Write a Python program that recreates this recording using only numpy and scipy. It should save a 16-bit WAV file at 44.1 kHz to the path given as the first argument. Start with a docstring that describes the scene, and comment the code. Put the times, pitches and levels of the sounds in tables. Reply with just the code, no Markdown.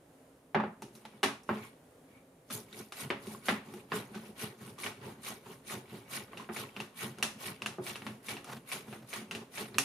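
"""Onion on a ribbed slicer

An onion is slid up and down a ribbed plastic slicer that stands on a wooden board in a small hard kitchen.
Each push is friction noise: a wet hiss from the ribs, a rasp through the blade and deck modes, a rumble in the body.
Knocks, clicks and tearing slices are impulses into resonances, answered by a wall and a decaying noise tail.
Dragging and faint squeaks are noise through a few modes; a fan, as shaped noise, hums far away.
"""
import sys
import numpy as np
from scipy import signal
from scipy.fft import rfft, irfft, next_fast_len
from scipy.io import wavfile
from scipy.ndimage import uniform_filter1d, map_coordinates

SR = 44100
rng = np.random.default_rng(int(sys.argv[2]) if len(sys.argv) > 2 else 0)


def unload_audio(sound):
    """Save the sound as a 16-bit wav file, at the path given as the first command line argument."""
    columns = np.transpose(np.atleast_2d(sound))
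    # keep every value between -1 and 1, then stretch to whole-number steps
    steps = np.round(np.clip(columns, -1, 1) * 32767)
    wavfile.write(sys.argv[1], SR, steps.astype(np.int16))


N = 433944  # length in samples

# Cutting pushes down the slope. Each row: fastest moment in seconds, climb in seconds,
# wet hiss in dB, blade rasp in dB, body rumble in dB.
PUSHES = [(2.534, 0.014, -37.5, -49.5, -41.5), (3.013, 0.048, -44.5, -43, -43.5),
          (3.49, 0.031, -42, -38.5, -39), (3.963, 0.04, -44, -40.5, -38), (4.422, 0.035, -43, -39.5, -40),
          (4.86, 0.059, -46, -43, -41.5), (5.286, 0.05, -43.5, -41.5, -42.5),
          (5.725, 0.05, -43.5, -42, -39.5), (6.158, 0.05, -42.5, -40.5, -45),
          (6.599, 0.068, -45.5, -42.5, -42), (7.032, 0.059, -43, -40.5, -41),
          (7.467, 0.058, -43, -39.5, -42.5), (7.894, 0.052, -44, -42.5, -46.5),
          (8.31, 0.056, -46, -43.5, -44.5), (8.735, 0.045, -42.5, -42, -43.5),
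          (9.165, 0.072, -46.5, -45.5, -44.5), (9.61, 0.072, -45.5, -43.5, -41)]
# Light pulls back up. Each row: fastest moment in seconds, climb in seconds,
# hiss in dB, rasp in dB, rumble in dB.
PULLS = [(2.79, 0.036, -51.5, -54, -49), (3.33, 0.095, -53.5, -58.5, -46.5),
         (3.771, 0.1, -60.5, -58.5, -48), (4.282, 0.16, -61.5, -61.5, -50),
         (4.673, 0.059, -56.5, -55.5, -47.5), (5.086, 0.053, -59, -55, -41),
         (5.517, 0.052, -58, -57.5, -48), (5.96, 0.051, -57.5, -54.5, -45),
         (6.407, 0.077, -63.5, -58.5, -49), (6.817, 0.057, -60, -55.5, -48), (7.2, 0.013, -66, -55.5, -46),
         (7.72, 0.11, -67, -60, -48), (8.104, 0.081, -60, -59.5, -47), (8.525, 0.042, -57, -53, -45),
         (8.938, 0.055, -58, -57.5, -47.5), (9.407, 0.1, -68, -65, -47), (9.76, 0.017, -62, -67, -46)]
# Hands shift the slicer and set the onion down. Each row: fastest moment in seconds, climb in seconds,
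# hiss in dB, rasp in dB, rumble in dB.
SHIFTS = [(.886, 0.079, -80, -79, -59), (.956, 0.0065, -59.5, -69, -57), (1.02, .03, -72, -68, -59),
          (1.17, 0.097, -73, -65.5, -58), (1.49, 0.0042, -61, -67, -61), (1.58, 0.054, -63, -52, -48),
          (1.665, .08, -61.5, -58, -57.5), (2.171, .08, -77, -70.5, -66)]
# Course of a push; rows for hiss, rasp and rumble. Each row: lag behind the fastest moment in seconds,
# onset in dB per second, gain during the climb in dB, fall in dB per second.
PUSH_COURSE = [(.001, 663, 7, 230), (.002, 450, 10, 213), (0.018, 250, 13.5, 163)]
# Course of a pull; rows for hiss, rasp and rumble. Each row: lag in seconds,
# onset in dB per second, gain during the climb in dB, fall in dB per second.
PULL_COURSE = [(.001, 246, 4.6, 163), (.002, 199, 1.33, 182), (.005, 250, 4, 150)]
# Course of a shift; rows for hiss, rasp and rumble. Each row: lag in seconds,
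# onset in dB per second, gain during the climb in dB, fall in dB per second.
SHIFT_COURSE = [(.001, 500, 3, 240), (.002, 299, 3.8, 180), (.005, 250, 4, 150)]
# Spectrum of the wet hiss. Each row: frequency in Hz, relative level in dB.
HISS_SPECTRUM = [(2060, -24), (3500, -5), (4810, -5.5), (6700, -4.5), (7850, -7), (9030, -1.5), (10900, -1),
                 (14500, -11.5), (16000, -20)]
# Modes of the thin deck and blade. Each row: centre in Hz, width in Hz, relative level in dB.
DECK_MODES = [(816, 540, -14.5), (1074, 46, -2), (1280, 160, -8.5), (1468, 80, -2.5), (1930, 120, -2),
              (2237, 130, 1.5), (2873, 400, -1), (3176, 170, 3.5), (3900, 1330, -1.5)]
# Modes of the slicer's body and board. Each row: centre in Hz, width in Hz, relative level in dB.
BODY_MODES = [(73, 23, -14.5), (106.7, 15, -3.5), (134.4, 8.6, 3), (167.6, 14, -7), (217.8, 16.1, 2.5),
              (277.4, 5, -4.5), (358.6, 39.7, -3.5), (434, 30, -8.5), (552.4, 9.8, -9), (710, 67, -11),
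              (744, 142, -8.5)]

# Knocks of slicer and onion. Each row: start in seconds, relative level in dB, thud in dB, treble setting in dB,
# ring in Hz, thud centre in Hz, ring in dB, echo setting in dB.
KNOCKS = [(0.546, -17.5, -11.5, -49, 825, 217, -5.5, 6.5), (0.6, -23, -15, -51, 880, 207, -5, 1.5),
          (0.637, -26, -7.5, -53, 826, 213, -5, 0.5), (0.821, -34.5, -7.5, -9, 903, 410, -5.5, 0.5),
          (0.952, -45.5, -12, -5.5, 3990, 348, -4, 1), (1.052, -34.5, -18.5, -19, 870, 428, -9.5, 0.5),
          (1.231, -14.5, -18, -17.5, 1130, 363, -9, 8), (1.434, -60.5, 0, 6, 999, 266, -2, -1),
          (1.491, -21, -7, -51, 1094, 431, -2.5, 4), (2.502, -34.5, -13, -15, 1290, 151, -6, 10),
          (2.728, -48.5, -24, -6, 3800, 223, 10, 5.5), (2.922, -30, -38, -13.5, 1340, 256, -12, 2),
          (3.103, -17.5, -15.5, -30.5, 2140, 428, -6.5, 1.5), (3.269, -37, -4.5, -12, 1140, 360, -17, 0),
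          (3.348, -43.5, -13, -34, 1110, 371, 5, -1), (3.485, -12.5, -16.5, -28, 1970, 363, -5, 2.5),
          (3.738, -38, 1, -11, 814, 152, -7, -6), (3.919, -20.5, -9, -39, 1075, 435, -12.5, 2),
          (4.145, -39.5, -6.5, -16, 1500, 423, -4, 9.5), (4.782, -44.5, -12, -10, 1130, 522, 3.5, 11.5),
          (6.332, -37.5, -10, -40, 1120, 194, -3, -3), (6.398, -41, -25, -21, 1064, 363, 4, 9),
          (6.49, -30.5, -9, -50, 744, 369, -13, 3), (7.185, -36, -5, -11, 1380, 153, -18, -9),
          (7.784, -34, 0, -74, 760, 365, -8, 1.5), (8.02, -33.5, -12, -26, 1160, 213, -15, -2),
          (8.066, -25, -15.5, -21.5, 1120, 199, -11, -1), (8.444, -36, -18, -8.5, 1260, 202, -9, -2.5),
          (8.927, -33.5, -14.5, -30, 751, 151, -13, 2.5), (9.214, -42, -8.5, -23, 733, 180, -11, 6.5),
          (9.656, -39, -17, -20, 735, 210, -8, -12), (9.744, -37, -13, -22, 4170, 191, 0, 5)]
# Sharp clicks at the blade's back edge. 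Each row: start in seconds, relative level in dB, thud in dB,
# treble setting in dB, echo setting in dB, left over right in dB.
CLICKS = [(6.373, -33.5, -17, -17, 3.5, -1), (6.765, -30, -10, -22, -0.5, -1.5),
          (6.802, -26.5, -26, -16, 1.5, -1), (7.2266, -15, -25.5, -11, 2, -2),
          (7.62, -25.5, -17, -16.5, -0.5, .5), (7.6606, -21, -23.5, -14, 1, -2),
          (7.957, -29, -21, -16.5, 2, -.5), (8.368, -32.5, -17, -20, 2.5, 1),
          (9.311, -25.5, -19, -16, 2.5, 1.5), (9.35, -27.5, -14.5, -14.5, 2, -1),
          (9.7835, -11.5, -24, -7.5, -0.5, -5)]
# What all clicks share. The row: ring in Hz, thud centre in Hz, ring in dB.
CLICK_TONE = (2710, 150, -3)
# A slice tears free during a push. Each row: start in seconds, relative level in dB.
TEARS = [(4.835, -30), (4.863, -33), (5.262, -36), (5.702, -38), (6.133, -34.5), (6.563, -32), (7.866, -33),
         (8.285, -29.5), (8.717, -28.5), (9.13, -30.5), (9.575, -31)]
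# What all tears share. The row: thud in dB, treble setting in dB, ring in Hz, thud centre in Hz,
# ring in dB, echo setting in dB.
TEAR_TONE = (-26.5, -15, 2295, 369, -1, 9)
DEEP_DB = -15  # deep modes relative to the thud
CONTACT_S = .0022  # time scale of the chattering contact
KNOCK_PAN_DB = .6  # left over right, for knocks and tears
WALL_S, WALL_DB = .0058, -12  # delay and gain of the nearest wall's single return
# Decay of the kitchen. Each row: frequency in Hz, time to fall by 60 dB in seconds.
KITCHEN_DECAY = [(100, 0.46), (260, 0.21), (700, 0.34), (1840, 0.31), (4850, 0.3), (12800, 0.28)]

# The slicer's foot drags on the board. Each row: centre in seconds, half length (to 1/e) in seconds,
# woody scrape in dB, low bump in dB.
DRAGS = [(1.523, 0.029, -58, -45), (3.064, 0.018, -71, -40), (4.16, 0.025, -53, -64),
         (4.626, 0.011, -59, -39.5), (5.045, 0.02, -57, -55), (5.194, .012, -74, -53),
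         (5.466, 0.016, -58, -58), (6.444, .03, -63, -56), (7.114, .025, -64, -46), (7.37, .015, -72, -49),
         (8.51, .04, -46, -60), (8.57, .02, -58, -46), (8.887, 0.012, -61, -55), (9.027, 0.041, -66, -48.5)]
# Wet skin creeps on the deck. Each row: centre in seconds, half length (to 1/e) in seconds, level in dB.
SQUEAKS = [(1.633, 0.054, -54), (2.16, 0.061, -67)]
# Spectrum of the fan. Each row: frequency in Hz, relative level in dB.
FAN_SPECTRUM = [(12, -43), (20, -26.5), (44, -20), (65, -9.5), (81, -13.5), (168, -4), (210, -17),
                (262, 0.5), (301, -10), (459, -8), (527, -7.5), (849, -17), (5080, -34), (10200, -29.5),
                (16000, -41)]
FAN_DB = -61  # rms level

# Likeness of left and right in the field. Each row: frequency in Hz, likeness from 0 to 1.
LIKENESS = [(60, 0.55), (150, 1), (380, 0.94), (950, 0.35), (2380, 0.15), (5980, 0.21), (15000, 0.63)]
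# Unlike colour of the two capsules. Each row: frequency in Hz, left over right in dB.
CAPSULE_LEAN = [(250, 0), (500, -0.5), (1000, -3.5), (2000, 1.5), (4000, 1), (15000, -1.5)]
NOTCH_HZ, TOP_HZ = 7870, 15600  # centre of the narrow notch, band limit


def amp(db):
    """Decibel law: the amplitude factor of a level in dB."""
    return 10 ** (np.asarray(db) / 20)


def unit(x):
    """Power normalisation: the signal scaled to rms 1."""
    return x / np.sqrt(np.mean(x ** 2) + 1e-20)


def peak(x):
    """Peak normalisation: the signal scaled to a largest magnitude of 1."""
    return x / np.abs(x).max()


def along(points, hz):
    """Interpolation of (Hz, value) points on a logarithmic frequency axis."""
    f, value = np.transpose(points)
    return np.interp(np.log(hz + 1), np.log(f + 1), value)


def wobble(rate):
    """Band-limited fluctuation: a smooth random curve with rate knots per second."""
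    knots = rng.standard_normal(int(N * rate / SR) + 4)
    return map_coordinates(knots, [np.arange(N) * rate / SR])


def filtered(x, response):
    """Linear filtering: the spectrum of x times a complex response of frequency."""
    n = x.shape[-1]
    m = next_fast_len(n + min(n, 8192), True)
    return irfft(rfft(x, m) * response(np.fft.rfftfreq(m, 1 / SR)), m)[..., :n]


def modes(table):
    """Modal superposition: the causal response of resonances of alternating sign."""
    def response(f):
        total = 0
        for k, (centre, width, db) in enumerate(table):
            damping = 1j * f * width
            total = total + (-1) ** k * amp(db) * damping / (centre ** 2 - f ** 2 + damping)
        return total
    return response


def spread(pair):
    """Field coherence: two unrelated noises mix into left and right, with little difference in the bass."""
    def mid_and_side(hz):
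        turn = np.arccos(np.clip(along(LIKENESS, hz), -1, 1)) / 2
        bass_cut = hz ** 2 / (hz ** 2 + 260 ** 2)
        return np.array([np.cos(turn), np.sin(turn) * bass_cut])
    mid, side = filtered(pair, mid_and_side)
    return np.array([mid + side, mid - side])


def grit(grain_db, rate, patchy_db):
    """Uneven contact: stereo noise broken into grains, with drifting patches of colour."""
    z = signal.stft(rng.standard_normal((2, N)), nperseg=256)[2]
    patches = uniform_filter1d(rng.standard_normal(z.shape[1:]), 5, 0)  # smooth across frequency
    patches = uniform_filter1d(patches, 8, 1)  # and across time
    pair = signal.istft(z * amp(patchy_db * unit(patches)), nperseg=256)[1][:, :N]
    return spread(pair) * amp(grain_db * wobble(rate))


def strokes():
    """Sliding friction: juice hisses on the ribs, torn fibres ring the deck, the drag shakes the hollow body."""
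    power = passes(PUSHES, PUSH_COURSE) + passes(PULLS, PULL_COURSE) + passes(SHIFTS, SHIFT_COURSE)
    level = 10 * np.log10(power + 1e-12)

    hiss = filtered(grit(grain_db=2.0, rate=340, patchy_db=3.0), lambda hz: amp(along(HISS_SPECTRUM, hz)))

    tearing = unit(grit(grain_db=3.5, rate=360, patchy_db=4.0))
    tearing = tearing + 0.61 * unit(fibres(rate=500, spread_db=3.5))
    rasp = filtered(tearing, modes(DECK_MODES))
    dull = unit(filtered(rasp, lambda hz: 1 / (1 + (hz / 1400) ** 2)))
    # a slow, light pass hisses less and rasps darker
    bright_share = 1 / (3.0 + np.exp(-(level[0] + 39.5) / 4))
    rasp = bright_share * unit(rasp) + (1 - bright_share) * dull

    def hollow(hz):
        floor = amp(-16.5) * (hz > 70) * (hz < 900)  # fills the gaps between modes
        return modes(BODY_MODES[1:])(hz) + floor
    rumble = filtered(grit(grain_db=1.0, rate=80, patchy_db=2.46), hollow)
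    return sum(amp(db) * unit(layer) for db, layer in zip(level, (hiss, rasp, rumble)))


def passes(rows, course):
    """Additive power of hiss, rasp and rumble: a quick onset, a climb to full speed, a steady fall."""
    power, t = np.zeros((3, N)), np.arange(0, N, 64) / SR
    columns = np.transpose(rows)[:, :, None]
    start, climb = columns[:2]
    for k, (lag, onset, gain_db, fall) in enumerate(course):
        u = t - start - lag
        drop = fall * np.maximum(u, 0)
        drop += gain_db * np.clip(-u / climb, 0, 1)
        drop += onset * np.maximum(-u - climb, 0)
        total = (amp(columns[2 + k] - drop) ** 2).sum(0)
        power[k] = np.interp(np.arange(N) / SR, t, total)
    return power


def fibres(rate, spread_db):
    """Random impulses: single fibres snap as sparse clicks, a few stronger, each from its own side."""
    chance, size, side = rng.random(N), rng.exponential(size=N), rng.normal(0, 0.71, N)
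    clicks = (chance < rate / SR) * amp(spread_db * np.minimum(size, 2.5))
    return clicks * np.array([1 + side, 1 - side])


def knocks():
    """Impact excitation: a blow cracks, briefly rings the deck and thumps the body; the walls answer."""
    near, far = np.zeros((2, N + SR)), np.zeros((2, N + SR))
    t = np.arange(SR // 11) / SR
    tail_size, fft_size = SR // 3, SR // 2
    blows = [(*row, KNOCK_PAN_DB) for row in KNOCKS]
    blows += [(*row, *TEAR_TONE, KNOCK_PAN_DB) for row in TEARS]
    blows += [(*row[:4], *CLICK_TONE, *row[4:]) for row in CLICKS]
    for s, db, thud_db, treble_db, ring_hz, thud_hz, ring_db, echo_db, pan_db in blows:
        crack, tick = contact(t, treble_db)
        ring = amp(ring_db) * deck_ring(t, ring_hz)
        thud = body_thud(t, thud_db, thud_hz)
        snap = chattered(crack + tick, t)
        direct = ring + thud + 1.57 * np.pad(snap, (0, len(t)))[:len(t)]

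        # the tail takes on the blow's spectrum
        colour = np.sqrt(sum(np.abs(rfft(part, fft_size)) ** 2 for part in (crack, tick, .18 * ring)))
        colour = colour + rfft(thud, fft_size)
        wet = irfft(rfft(echo(size=tail_size), fft_size) * colour, fft_size)[:, :tail_size]

        first = round(s * SR)
        near[:, first:][:, :len(t)] += amp(db - 2) * direct * amp([[pan_db / 2], [-pan_db / 2]])
        far[:, first + 200:][:, :tail_size] += amp(db + 3.5 + echo_db) * wet
    wall = amp(WALL_DB) * np.roll(near[::-1], round(WALL_S * SR), axis=1)  # returns with sides swapped
    return (near + wall)[:, :N] + spread(far[:, :N])


def contact(t, treble_db):
    """Contact stiffness: a soft contact has little treble and a low edge; returns crack and treble tick."""
    blow = 1. * (t == 0)
    edge = 5500 * amp(0.19 * treble_db)  # Hz
    deck = modes([(c, w, g + rng.normal(0, 4)) for c, w, g in DECK_MODES])

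    def struck_deck(f):
        thin = 1j * f / (400 + 1j * f)  # a small spot radiates no bass
        soft = 1 / (1 + 1.41j * f / edge - (f / edge) ** 2) ** 2
        return (thin + 0.18 * deck(f)) * soft
    crack = peak(filtered(blow, struck_deck))
    tick = peak(filtered(blow, modes([(5700, 1300, 2.8), (10150, 2500, -0.5)])))
    return crack, amp(treble_db + 10) * tick


def deck_ring(t, ring_hz):
    """Damped oscillation: a spot of the deck falls by 60 dB in thirty cycles after a soft rise."""
    decay = amp(-60 * t * ring_hz / 30)
    rise = 1 - np.exp(-t * ring_hz)
    return peak(np.sin(2 * np.pi * ring_hz * t) * decay * rise)


def body_thud(t, thud_db, thud_hz):
    """Modal excitation: a short push drives the body, mostly in modes near the struck spot's pitch."""
    push = np.exp(-t / 0.00037) * t
    struck = []
    for c, w, g in BODY_MODES[3:]:
        distance = abs(np.log2(c / thud_hz))  # octaves
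        struck.append((c, w, g + rng.normal(0, 4.1) - 6 * distance))
    thud = amp(thud_db) * peak(filtered(push, modes(struck)))
    deep = amp(thud_db + DEEP_DB) * peak(filtered(push, modes(BODY_MODES[:3])))
    return thud + deep


def chattered(sound, t):
    """Repeated contact by convolution: the contact breaks up over a few milliseconds."""
    chatter = rng.standard_normal(len(t)) * t * np.exp(-(t / CONTACT_S) ** 2)
    touches = chatter[:400] / np.linalg.norm(chatter)
    touches[0] += 0.54  # the first touch
    return np.convolve(sound[:900], touches)


def echo(size):
    """Reverberant decay: two fresh unrelated noise tails; each frequency dies at its own speed."""
    hz, t, z = signal.stft(rng.standard_normal((2, size)), SR, nperseg=256)
    close = 1 + 0.74 * amp(-60 * t / 0.083)  # board and counter answer first and strongest
    decay = amp(-60 * t / along(KITCHEN_DECAY, hz)[:, None])
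    tail = signal.istft(z * close * decay, SR, nperseg=256)[1][:, :size]
    return tail / np.linalg.norm(tail[0])  # left tail of energy 1


def drags():
    """Stuttering friction: grainy noise drives the upper body modes, and a shove the deep ones."""
    t = np.arange(0, N, 64) / SR

    def swell(k):
        bumps = sum(amp(row[k]) * np.exp(-((t - row[0]) / row[1]) ** 2) for row in DRAGS)
        return np.interp(np.arange(N) / SR, t, bumps)
    rub = rng.standard_normal(N) * amp(4.0 * wobble(rate=120))
    woody = filtered(rub, modes(BODY_MODES[-2:] + DECK_MODES[:1]))
    low = filtered(rub, modes(BODY_MODES[:5]))
    return swell(k=2) * unit(woody) + swell(k=3) * unit(low)


def squeaks():
    """Resonant selection: creeping wet skin is faint narrow noise in one mode of the deck."""
    t = np.arange(N) / SR
    swell = sum(amp(db) * np.exp(-((t - s) / half) ** 2) for s, half, db in SQUEAKS)
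    mode = modes([(2260, 230, 0)])
    narrow = filtered(rng.standard_normal((2, N)), lambda hz: mode(hz) ** 2)
    return swell * unit(narrow)


def fan():
    """Broadband flow noise: far, slightly unsteady air shaped by the fan's spectrum."""
    noise = grit(grain_db=1.4, rate=5.26, patchy_db=0.0)
    air = filtered(noise, lambda hz: amp(along(FAN_SPECTRUM, hz)))
    return amp(FAN_DB) * unit(air)


def scene():
    """Superposition over the fan's hum; by radiation efficiency a hand-sized slicer gives no deep bass."""
    def small(hz):
        return (1j * hz / (70 + 1j * hz)) ** 3
    return filtered(strokes() + squeaks() + drags() + knocks(), small) + fan()


def record(dry):
    """Linear reception: two capsules of unlike colour, a narrow treble notch and a steep band limit."""
    def response(hz):
        lean = amp(np.outer([.5, -.5], along(CAPSULE_LEAN, hz)))
        notch = 1 - .9 / (1 + ((hz - NOTCH_HZ) / 45) ** 2)
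        steep = 1 / (1 + (hz / TOP_HZ) ** 200)
        return lean * notch * steep
    return filtered(dry, response)


dry = scene()
out = record(dry)
unload_audio(out)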